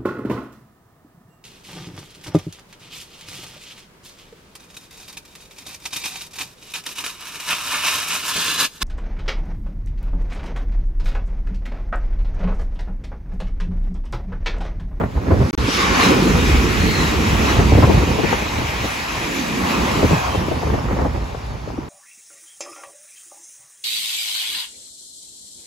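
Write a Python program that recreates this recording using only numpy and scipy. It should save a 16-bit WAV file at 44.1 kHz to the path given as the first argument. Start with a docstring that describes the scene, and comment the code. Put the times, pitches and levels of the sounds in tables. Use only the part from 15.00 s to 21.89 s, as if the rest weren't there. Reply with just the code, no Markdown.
"""Fast electric train passing in gusty wind

A train rushes past a handheld camera beside the track: wheels and rail roar, air hisses along the coaches
and drones round the roof gear. These are shaped noises that swell as each bogie goes by, with fuzzy tones.
Wind rumbles, thumps and puffs on the microphone ports, made of noise bursts and low wavering tones.
One dull knock sounds near the end, and the sound drops out twice for an instant.
"""
import sys
import numpy as np
from scipy import signal
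from scipy.fft import rfft, irfft, next_fast_len
from scipy.io import wavfile
from scipy.ndimage import uniform_filter1d, map_coordinates

SR = 44100
rng = np.random.default_rng(int(sys.argv[2]) if len(sys.argv) > 2 else 0)


def pcm_store(signal):
    """Save signal as 16-bit PCM."""
    levels = np.round(np.clip(np.atleast_2d(signal), -1, 1) * 32767)
    wavfile.write(sys.argv[1], SR, levels.astype(np.int16).T)


N = 303799


def amp(db):
    """Turn decibels into a gain."""
    return 10 ** (np.asarray(db) / 20)


def unit(x):
    """Scale a signal to rms 1."""
    return x / np.sqrt(np.mean(x ** 2) + 1e-20)


def pan(left_minus_right_db):
    """Gains of left and right, sharing the difference equally."""
    return amp(np.array([[.5], [-.5]]) * left_minus_right_db)


def along(points, hz):
    """Read a curve of (pitch, value) points on a log pitch axis."""
    f, v = np.transpose(points)
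    return np.interp(np.log(hz + 1), np.log(f + 1), v)


def curves(rows):
    """One value per sample for each column after the time."""
    s, *columns = np.transpose(rows)
    return [np.interp(np.arange(N) / SR, s, column) for column in columns]


def wobble(rate):
    """A smooth random curve with rate knots a second."""
    knots = rng.standard_normal(int(N * rate / SR) + 4)
    return map_coordinates(knots, [np.arange(N) * rate / SR])


def filtered(x, response):
    """Pass x through a filter given as a function of frequency."""
    m = next_fast_len(x.shape[-1] + 8192)
    return irfft(rfft(x, m) * response(np.fft.rfftfreq(m, 1 / SR)), m)[..., :x.shape[-1]]


def spectrum(points):
    """Filter gain drawn through (pitch_hz, level_db) points."""
    return lambda hz: amp(along(points, hz))


def resonances(modes):
    """Filter gain of ringing modes (pitch_hz, width_hz, level_db) driven by noise; their powers add."""
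    def gain(f):
        power = 1e-12
        for centre, width, db in modes:
            damping = (f * width) ** 2
            power = power + amp(2 * db) * damping ** 2 / ((centre ** 2 - f * f) ** 2 + damping) ** 2
        return np.sqrt(power)
    return gain


def rush(colour, patchy_db, shift=1, air_metres=0, size=1024):
    """A pair of coloured noises, rms 1; shift scales the pitch, air_metres dulls the treble."""
    n = np.size(shift) if np.ndim(shift) else N
    hz, t, z = signal.stft(rng.standard_normal((2, n)), SR, nperseg=size)
    # patches of random gain, smooth in pitch and time
    patches = uniform_filter1d(rng.standard_normal(z.shape[1:]), size=9, axis=0)
    patches = uniform_filter1d(patches, size=5, axis=1)
    framed = lambda v: np.interp(t, np.arange(n) / SR, v * np.ones(n))
    dulling_db = .1 * np.outer((hz / 10000) ** 2, framed(air_metres))
    gain = colour(hz[:, None] / framed(shift)) * amp(-dulling_db)
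    gain = gain / np.linalg.norm(gain, axis=0)
    z = z * gain * amp(patchy_db * unit(patches))
    return unit(signal.istft(z, SR, nperseg=size)[1][:, :n])


def breathy(rows, width):
    """A fuzzy gliding tone: noise in one resonance, width as a share of its pitch."""
    db, pitch = curves(rows)
    out = np.zeros((2, N))
    on = slice(round(rows[0][0] * SR), round(rows[-1][0] * SR))
    tone = rush(resonances([(1, width, 0)]), patchy_db=1.7, shift=pitch[on], size=2048)
    out[:, on] = amp(db[on]) * tone
    return out


def swells(times, dbs, widths, steep=2):
    """Power of sounds that rise and fall about their moments."""
    t = np.arange(0, N, 64) / SR
    power = np.zeros(len(t))
    for s, db, width in np.broadcast(times, dbs, widths):
        power += amp(2 * db) / (1 + ((t - s) / width) ** 2) ** steep
    return np.interp(np.arange(N) / SR, t, power)


def level(base_db, power):
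    """Gain of a base level with swells on top."""
    return np.sqrt(amp(2 * base_db) + power)


# how alike the two ports hear a sound: pitch_hz, likeness (0 to 1)
PORT_LIKENESS = [(100, 0.89), (350, 0.8), (700, 0.5), (2000, 0.26), (2700, 0.72), (3400, 0.31),
                 (3900, 0.76), (5400, 0.067), (7000, 0.66), (8600, 1), (16000, 1)]
# how far the left port lags: pitch_hz, lag_cycles
PORT_LAG = [(0, 0), (400, .05), (680, .38), (1100, .1), (1700, .47), (2300, .05), (3100, -.13), (3700, 0),
            (7000, 0), (15300, 2)]


def ports(pair):
    """Two unrelated noises become what the left and right ports receive: partly alike, one lagging."""
    m = next_fast_len(N + 8192)
    hz = np.fft.rfftfreq(m, 1 / SR)
    turn = np.arccos(np.clip(along(PORT_LIKENESS, hz), 0, 1)) / 2
    mid, side = rfft(pair, m) * [np.cos(turn), np.sin(turn)]
    half_lag = np.exp(1j * np.pi * np.interp(hz, *np.transpose(PORT_LAG)))
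    return irfft([(mid + side) / half_lag, (mid - side) * half_lag], m)[:, :N]


# tone colour of the fields: pitch_hz, relative level_db (per Hz)
FIELD_COLOUR = [(300, -7), (1000, -12), (2500, -25), (5000, -15), (8000, -24), (15600, -23)]


def field_rustle():
    """The fields rustle faintly: quiet noise with patches of random gain."""
    return amp(-58) * rush(spectrum(FIELD_COLOUR), patchy_db=3)


# tone colour of the rumble: pitch_hz, relative level_db (per Hz)
RUMBLE_COLOUR = [(15, -52), (32, -10), (48, 5), (64, 4.5), (90, -1), (125, -5.5), (170, -11), (300, -109)]


def wind_rumble(rumble_db, lumps):
    """Wind pressing unevenly on the ports is deep noise whose level wanders."""
    return amp(rumble_db + 1.2 * lumps) * rush(spectrum(RUMBLE_COLOUR), patchy_db=0.0, size=4096)


# gusts on the ports: middle_s, rumble level_db, half_width_s (before a stretch of 1.17), thump pitch_hz
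GUST_LIST = [(0.049, -22.5, 0.029, 89.3), (.175, -18, 0.015, 95.03), (.33, -14.5, 0.029, 100.2),
             (.387, -15.5, 0.032, 85.5), (.425, -14.5, 0.021, 96), (.458, -13, 0.01, 75.6),
             (.62, -19, 0.05, 79.4), (.92, -19.5, 0.024, 64.66), (1.01, -21, 0.026, 65.4),
             (1.36, -11.5, 0.034, 62), (1.54, -13, 0.074, 59.7), (1.85, -18.5, 0.069, 59.93),
             (2.16, -18, 0.04, 64.87), (2.32, -15, 0.025, 65.4), (2.6, -8.5, 0.016, 104.8),
             (2.68, -20, 0.015, 70.35), (2.734, -12, 0.0092, 70.17), (2.762, -7, 0.009, 75.05),
             (2.79, -5.5, 0.015, 106), (2.845, -9.5, 0.012, 99.4), (2.89, -12, 0.01, 99.56),
             (2.95, -12, 0.01, 105), (2.985, -11, 0.01, 94.6), (3.035, -16, 0.0093, 74.9),
             (3.12, -17, 0.017, 90.3), (3.3, -26, 0.12, 90), (3.62, -22.5, 0.052, 94.9),
             (3.82, -25, 0.039, 80.1), (4.17, -28, 0.035, 75.2), (4.64, -24, 0.021, 80),
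             (4.8, -26, 0.025, 80), (5.05, -13.5, 0.016, 84.8), (5.13, -14.5, 0.025, 114.9),
             (5.39, -18.5, 0.016, 95.3), (5.7, -19, 0.045, 75.1), (5.755, -16.5, 0.011, 80),
             (5.93, -24, 0.013, 80), (6.015, -16, 0.016, 70), (6.06, -19, 0.023, 74.7),
             (6.11, -22, 0.018, 75), (6.45, -25, 0.05, 64.7), (6.545, -26, .016, 105)]


def gust_strength():
    """Each gust swells and fades about its moment; the thump's middle pitch glides between gusts."""
    times, gust_db, widths, middles = np.transpose(GUST_LIST)
    pitch, = curves(np.transpose([times, middles]))
    return swells(times, gust_db, 1.17 * widths, steep=2.84), pitch


# tone colour of a gust whose middle is 70 Hz: pitch_hz, relative level_db (per Hz)
THUMP_COLOUR = [(15, -52), (32, 8), (50, 12), (70, 8), (95, 3), (130, -17), (180, -12.5), (320, -53)]
PUSH_WANDER = .26  # how far the pitch of a gust's push strays, as a natural-log ratio


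def gust_thumps(gusts, pitch):
    """A gust pushes the ports with a wavering low tone and its overtone, mixed with deep noise."""
    turn = 2 * np.pi * np.cumsum(pitch * np.exp(PUSH_WANDER * wobble(60))) / SR
    tone = np.sin(turn) + 0.26 * np.sin(2 * turn + 2 * wobble(20))
    push = tone * [[1], [.3]]  # shares of what the ports hear alike and oppositely
    noise = rush(spectrum(THUMP_COLOUR), patchy_db=0.5, shift=pitch / 70, size=2048)
    return np.sqrt(gusts) * unit(push + 0.85 * noise)


POPS_PER_S, POP_SPREAD_DB = 200, 3.0  # average rate, and random scatter in level


def pops():
    """Small eddies snap on the ports at random moments: filtered clicks, a pair of rms 1."""
    hits = rng.random((2, N)) < POPS_PER_S / SR
    hits = hits * amp(POP_SPREAD_DB * rng.standard_normal((2, N))) * rng.choice([-1, 1], (2, N))

    def snap(f):
        ring = 1j * f * 900 / (600 ** 2 - f * f + 1j * f * 900)
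        return ring / (1 + 1j * f / 1900) ** 4
    return unit(filtered(hits, snap))


# tone colour of the buffeting: pitch_hz, relative level_db (per Hz)
BUFFET_COLOUR = [(60, -75), (110, 1.5), (170, 0), (300, -5.5), (600, -12.5), (1200, -23.5), (1900, -20),
                 (3000, -52.5)]
GUST_BUFFET_DB, POP_DB = -13, -5.5  # buffeting relative to a gust's rumble; pops relative to buffeting noise


def buffeting(buffet_db, gusts, lumps):
    """Turbulent wind shakes the ports: uneven noise plus the snaps of small eddies."""
    shaking = level(buffet_db, amp(2 * GUST_BUFFET_DB) * gusts)
    shaking = shaking * amp(1.93 * lumps + 2.1 * wobble(45))
    return shaking * (rush(spectrum(BUFFET_COLOUR), patchy_db=1.3) + amp(POP_DB) * pops())


# wind between gusts: time_s, rumble level_db, buffeting level_db, puffs' left_minus_right_db
WIND = [(0, -29, -20, 6), (.11, -28, -38, 4), (.3, -30, -26.5, 0), (.75, -29.5, -33.5, -6),
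        (1.1, -26.5, -24.5, 0), (1.6, -20.5, -27, 0), (2.3, -21.5, -28, 0), (2.8, -18, -27, 4.5),
        (3.2, -24.5, -26.5, 10.5), (3.55, -30, -38.5, 5), (4.1, -35.5, -38.5, 3), (4.6, -38, -33, 1),
        (5.05, -26, -24, 2), (5.3, -26, -34, 3), (5.7, -25, -28.5, 13), (6.05, -21.5, -25, 0),
        (6.22, -24, -30.5, 2), (6.29, -30, -40, 4), (6.65, -30, -36, 9), (6.89, -32, -38, 3)]


def airflow():
    """Rumble and buffeting share the same slow lumps in the wind; gusts also raise the buffeting."""
    rumble_db, buffet_db, _ = curves(WIND)
    lumps = wobble(16)
    gusts, pitch = gust_strength()
    wind = wind_rumble(rumble_db, lumps) + gust_thumps(gusts, pitch) + buffeting(buffet_db, gusts, lumps)
    return ports(wind + field_rustle()) * pan(-1.8)


# wind puffs on the ports: start_s, level_db, length_s (4 ms at least), upper_edge_hz
PUFF_LIST = [(.002, -23, 0.026, 1120), (0.011, -20, 0.0069, 1970), (0.033, -22.5, 0.012, 1200),
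             (0.152, -30, 0.013, 600), (0.167, -24.5, 0.023, 970), (.303, -13.5, 0.028, 870),
             (0.315, -19, 0.012, 1060), (0.328, -17.5, 0.03, 570), (0.68, -16.5, 0.016, 536),
             (2.593, -18, 0.025, 616), (2.719, -8.5, 0.01, 560), (2.748, -17, 0.0085, 1002),
             (2.77, -10, 0.026, 556), (2.821, -10, 0.03, 1260), (2.867, -15, 0.026, 610),
             (2.892, -9, 0.026, 540), (2.918, -18, 0.011, 660), (2.939, -19, 0.013, 660),
             (3.027, -16, 0.017, 474), (3.181, -17, 0.025, 570), (3.232, -14.5, 0.026, 599),
             (3.323, -14.5, 0.023, 1140), (3.42, -21.5, 0.013, 571), (3.581, -19.5, 0.012, 420),
             (3.613, -23, 0.02, 465), (3.832, -22, 0.032, 560), (5.023, -10.5, 0.016, 541),
             (5.038, -8, 0.019, 489), (5.103, -13.5, 0.016, 651.5), (5.125, -12, 0.014, 539),
             (5.345, -15.5, 0.013, 775), (5.481, -16.5, 0.0089, 930), (5.509, -17, 0.019, 611),
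             (5.627, -20.5, 0.0096, 800), (5.668, -21.5, 0.01, 1087), (5.7, -19, 0.007, 1206),
             (5.735, -19.5, 0.017, 655), (5.777, -25, .01, 788), (5.883, -22, 0.0066, 1510),
             (5.907, -23, 0.012, 812), (5.965, -21, 0.01, 897), (5.984, -18, 0.025, 1040),
             (6.005, -20.5, 0.028, 1040), (6.04, -17.5, 0.034, 890), (6.169, -28, 0.014, 700),
             (6.344, -24.5, 0.011, 1055), (6.674, -25, 0.012, 559), (6.699, -26, 0.008, 750),
             (6.734, -31.5, 0.014, 564), (6.778, -24, 0.007, 600)]


def puffs():
    """Each eddy that breaks on the ports is a short ragged burst, only partly shared by both."""
    out = np.zeros((2, N + SR))
    t = np.arange(SR // 5) / SR
    side_db = curves(WIND)[-1]
    for s, db, length, edge in PUFF_LIST:
        start = round(s * SR)
        shared, left, right = rng.standard_normal((3, len(t)))
        # the bass is shared
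        noise = shared + 1.3 * filtered(np.array([left, right]), lambda f: f / (f + 250))

        def band(f):
            body = f ** 2 / (f ** 2 + 130 ** 2) / np.sqrt(1 + f / 900)
            top = 1 / (1 + (f / edge) ** 4) + 0.016 / (1 + (f / edge / 2.4) ** 4)
            return body * top
        u = t / max(length, .004)
        shape = np.minimum(u / 0.38, 1) * np.exp(-u ** 3)
        burst = filtered(noise, band) * shape
        # it tears in spurts
        burst *= amp(0.38 * unit(uniform_filter1d(rng.standard_normal(len(t)), size=200)))
        burst *= np.linalg.norm(shape) / np.linalg.norm(burst, axis=1, keepdims=True)
        out[:, start:start + len(t)] += amp(db) * pan(side_db[start]) * burst
    return out[:, :N]


KNOCK_S, KNOCK_DB, KNOCK_HZ, KNOCK_WIDTH_S = 6.7895, -14.5, 287, .0042  # middle, peak, pitch, width


def knock():
    """A short dull tone that swells and dies within a few cycles."""
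    t = np.arange(N) / SR - KNOCK_S
    return amp(KNOCK_DB) * np.exp(-(t / KNOCK_WIDTH_S) ** 2) * np.cos(2 * np.pi * KNOCK_HZ * t)


# a faint whistle from the last bogie: time_s, level_db, pitch_hz
WHISTLE_GLIDE = [(5.08, -70, 3330), (5.2, -44, 3270), (5.33, -39, 3170), (5.47, -44, 3070),
                 (5.62, -65, 3000)]


def bogie_whistle():
    """A narrow band of noise whistles faintly and falls in pitch."""
    return breathy(WHISTLE_GLIDE, width=.018)


# a thin whine from one wheel: time_s, level_db, pitch_hz
WHINE_GLIDE = [(1.7, -65, 4200), (1.82, -37, 4200), (1.92, -34, 4200), (2.01, -32, 4050), (2.09, -36, 3800),
               (2.18, -65, 3650)]


def wheel_whine():
    """One wheel whines thinly: a narrow band of noise that holds its pitch, then sinks."""
    return breathy(WHINE_GLIDE, width=.06)


# the rush of the last bogie: time_s, level_db, pitch_hz
WHOOSH_GLIDE = [(5.05, -62, 2000), (5.17, -29, 1655), (5.28, -35, 1407), (5.42, -53, 1200),
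                (5.6, -65, 1100)]


def bogie_whoosh():
    """The rush of the last bogie drops in pitch as it leaves."""
    return breathy(WHOOSH_GLIDE, width=.2)


# the rail singing under the leading coach: time_s, level_db, pitch_hz
SING_GLIDE = [(.7, -53, 1193), (.78, -27, 1167), (.87, -20.5, 1115), (.91, -39, 1120), (1.0, -22, 1160),
              (1.1, -47, 1110), (1.25, -60, 1080)]


def rail_song():
    """The rail sings under the leading coach: noise ringing in one resonance."""
    return breathy(SING_GLIDE, width=.12)


# the rear pantograph's hoot: time_s, level_db, pitch_hz
HOOT_GLIDE = [(4.05, -57, 345), (4.22, -32.5, 325), (4.36, -30, 270), (4.52, -24.5, 213), (4.8, -24, 236),
              (4.98, -40, 200), (5.15, -92, 190)]


def pantograph_hoot():
    """The rear pantograph hoots as it comes: a very wide resonance makes a breathy tone."""
    return breathy(HOOT_GLIDE, width=.7)


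# vortices shed by the roof gear: time_s, level_db, drone's middle pitch_hz
ROOF_VORTICES = [(0, -32, 220), (.16, -47, 200), (.27, -25.5, 234), (.9, -23, 267), (1.08, -16, 259),
                 (1.55, -20.5, 223), (2.3, -23, 227), (2.9, -22.5, 223), (3.3, -29.5, 261.8),
                 (3.45, -32, 242), (4.2, -35, 253.1), (4.6, -29, 227.8), (4.98, -24, 265), (5.16, -40, 215),
                 (5.45, -29, 230.6), (6.02, -42.5, 224), (6.26, -51, 186.7), (6.89, -38, 217)]
# tone colour of a drone whose middle is 250 Hz: pitch_hz, relative level_db (per Hz)
DRONE_COLOUR = [(80, -55), (160, 0.5), (250, 1), (400, -3), (540, -5.5), (610, -22.5), (1500, -74)]


def roof_drone():
    """Vortices shed round the roof gear drone: low noise whose pitch glides and level wavers."""
    drone_db, pitch = curves(ROOF_VORTICES)
    loudness = amp(drone_db + 1.4 * wobble(18) + 1.6 * wobble(40))
    return loudness * rush(spectrum(DRONE_COLOUR), patchy_db=0.0, shift=pitch / 250, size=2048)


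# tone colour of the air before pitch factor and dulling: pitch_hz, relative level_db (per Hz)
AIR_COLOUR = [(900, -25), (2500, 1.5), (4500, -1), (5700, -1), (7000, -4), (8500, -11), (12000, -10.5),
              (14000, -13.5), (15600, -16.5)]
NOSE_S, NOSE_DB, NOSE_WIDTH_S = 0.748, -22.5, 0.067  # middle, level, half width


def air_hiss(air_db, bogie_power, pitch_factor, air_metres):
    """Turbulence hisses along the body, its pitch and treble changing; the nose shoves the air aside."""
    shove = bogie_power + swells(NOSE_S, NOSE_DB, NOSE_WIDTH_S)
    hiss = rush(spectrum(AIR_COLOUR), patchy_db=2.0, shift=pitch_factor, air_metres=air_metres)
    return level(air_db, shove) * hiss


# rail resonances when their middle is 1000 Hz: pitch_hz, width_hz, relative level_db
RAIL_MODES = [(740, 430, -2.5), (977, 710, 1), (1200, 740, -2)]


def rail_hum(rail_db, bogie_power, middle_hz):
    """Rough steel shakes the rail, which hums in broad resonances whose pitch glides."""
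    return level(rail_db, bogie_power) * rush(resonances(RAIL_MODES), patchy_db=1.0, shift=middle_hz / 1000)


# ringing wheels before the pitch factor: pitch_hz, width_hz, relative level_db
WHEEL_MODES = [(1970, 1240, 1), (2310, 140, -4.5), (2545, 190, 0.5), (2875, 92, 0), (3210, 360, -7),
               (3940, 560, -9.5)]


def wheel_roar(wheels_db, bogie_power, pitch_factor):
    """Rough steel on steel shakes the wheels, which ring at a gliding pitch."""
    return level(wheels_db, bogie_power) * rush(resonances(WHEEL_MODES), patchy_db=1.5, shift=pitch_factor)


# the train between bogies: time_s, wheels level_db, air level_db, rail level_db
TRAIN_BODY = [(0, -54, -59, -32), (.1, -51, -51.5, -49), (.35, -42, -43.5, -43), (.6, -44, -32.5, -29),
              (.9, -32, -34, -24), (1.2, -27.5, -28.5, -26), (1.9, -25.5, -29.5, -28),
              (2.2, -28.5, -31, -28), (3.1, -29.5, -33, -29.5), (3.6, -28.5, -33.5, -28.5),
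              (4.55, -29.5, -32.5, -31), (5.1, -29, -31, -24.5), (5.45, -35, -37, -29),
              (6.15, -44.5, -44, -34), (6.3, -44, -44, -36), (6.89, -52, -49.5, -41)]
# bogies going by: middle_s, wheels level_db, air level_db, rail level_db
BOGIE_LIST = [(.83, -22, -26, -35), (.97, -25.5, -34, -22.5), (1.04, -19.5, -22.5, -20),
              (1.5, -28, -38, -38), (2.04, -31, -30.5, -29.5), (2.3, -31, -32, -27.5),
              (2.5, -26.5, -30, -22), (2.95, -44, -40, -30), (3.31, -28, -35.5, -29),
              (3.89, -37, -34.5, -50), (4.38, -35, -33, -44), (4.71, -28.5, -32.5, -24),
              (4.9, -32, -35, -26), (5.26, -50, -52, -26)]
# time_s, treble dulling of the hiss (as metres of air), pitch_factor of wheels and air,
# rail hum's middle pitch_hz
TREBLE_AND_PITCH = [(0, 9.2, 1, 970), (.7, 52, 0.87, 1130), (1.08, 19, 0.98, 1051), (1.4, 10.1, 0.98, 1080),
                    (2.5, 10, 1, 920), (2.9, 9.9, 0.98, 840), (4.7, 5.8, 0.99, 904), (5.15, 5.6, 1.0, 870),
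                    (5.4, 11.4, 0.94, 780), (5.8, 22, 0.94, 800), (6.2, 36, 0.95, 777),
                    (6.89, 47, 0.92, 847)]
BOGIE_S, RAIL_LINGERS = 0.08, 1.32  # half width of a swell; the rail's is this many times wider
TRAIN_PAN_DB, DRONE_PAN_DB = 0.2, -2  # left minus right


def train():
    """Wheels, rail and air swell with each bogie; roof drone and fuzzy tones join, all flickering together."""
    wheels_db, air_db, rail_db = curves(TRAIN_BODY)
    air_metres, pitch_factor, rail_pitch = curves(TREBLE_AND_PITCH)
    times, bogie_db, bogie_air_db, bogie_rail_db = np.transpose(BOGIE_LIST)
    wheels = wheel_roar(wheels_db, swells(times, bogie_db, BOGIE_S), pitch_factor)
    air = air_hiss(air_db, swells(times, bogie_air_db, BOGIE_S), pitch_factor, air_metres)
    rail = rail_hum(rail_db, swells(times, bogie_rail_db, RAIL_LINGERS * BOGIE_S), rail_pitch)
    tones = pantograph_hoot() + bogie_whoosh() + bogie_whistle() + rail_song() + wheel_whine()
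    body = pan(TRAIN_PAN_DB) * ports(wheels + air + rail)
    roof_and_tones = pan(DRONE_PAN_DB) * ports(roof_drone() + tones)
    flutter_db = 0.19 * wobble(32)  # eddies in the path make the whole roar flicker
    return amp(flutter_db) * (body + roof_and_tones)


def scene():
    """Wind, puffs and the knock together with the passing train."""
    return airflow() + puffs() + knock() + train()


# moments of silence: start_s, stop_s
SILENT_GAPS = [(.5096, .5300), (.5521, .5764)]
TOP_HZ = 15800  # nothing passes above this


def record(dry):
    """The microphones pass no deep bass; peaks round off, two short blocks are lost, the top is cut."""
    dry = filtered(dry, lambda hz: 1 / (1 + (38 / (hz + 1)) ** 4))
    rounded = dry / (1 + np.abs(dry / .95) ** 5) ** (1 / 5)
    kept = np.ones(N)
    for start, stop in SILENT_GAPS:
        kept[round(start * SR):round(stop * SR)] = 0
    kept = uniform_filter1d(kept, size=24)  # soften the edges of the gaps
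    return filtered(rounded * kept, lambda hz: hz < TOP_HZ)


dry = scene()
out = record(dry)
pcm_store(out)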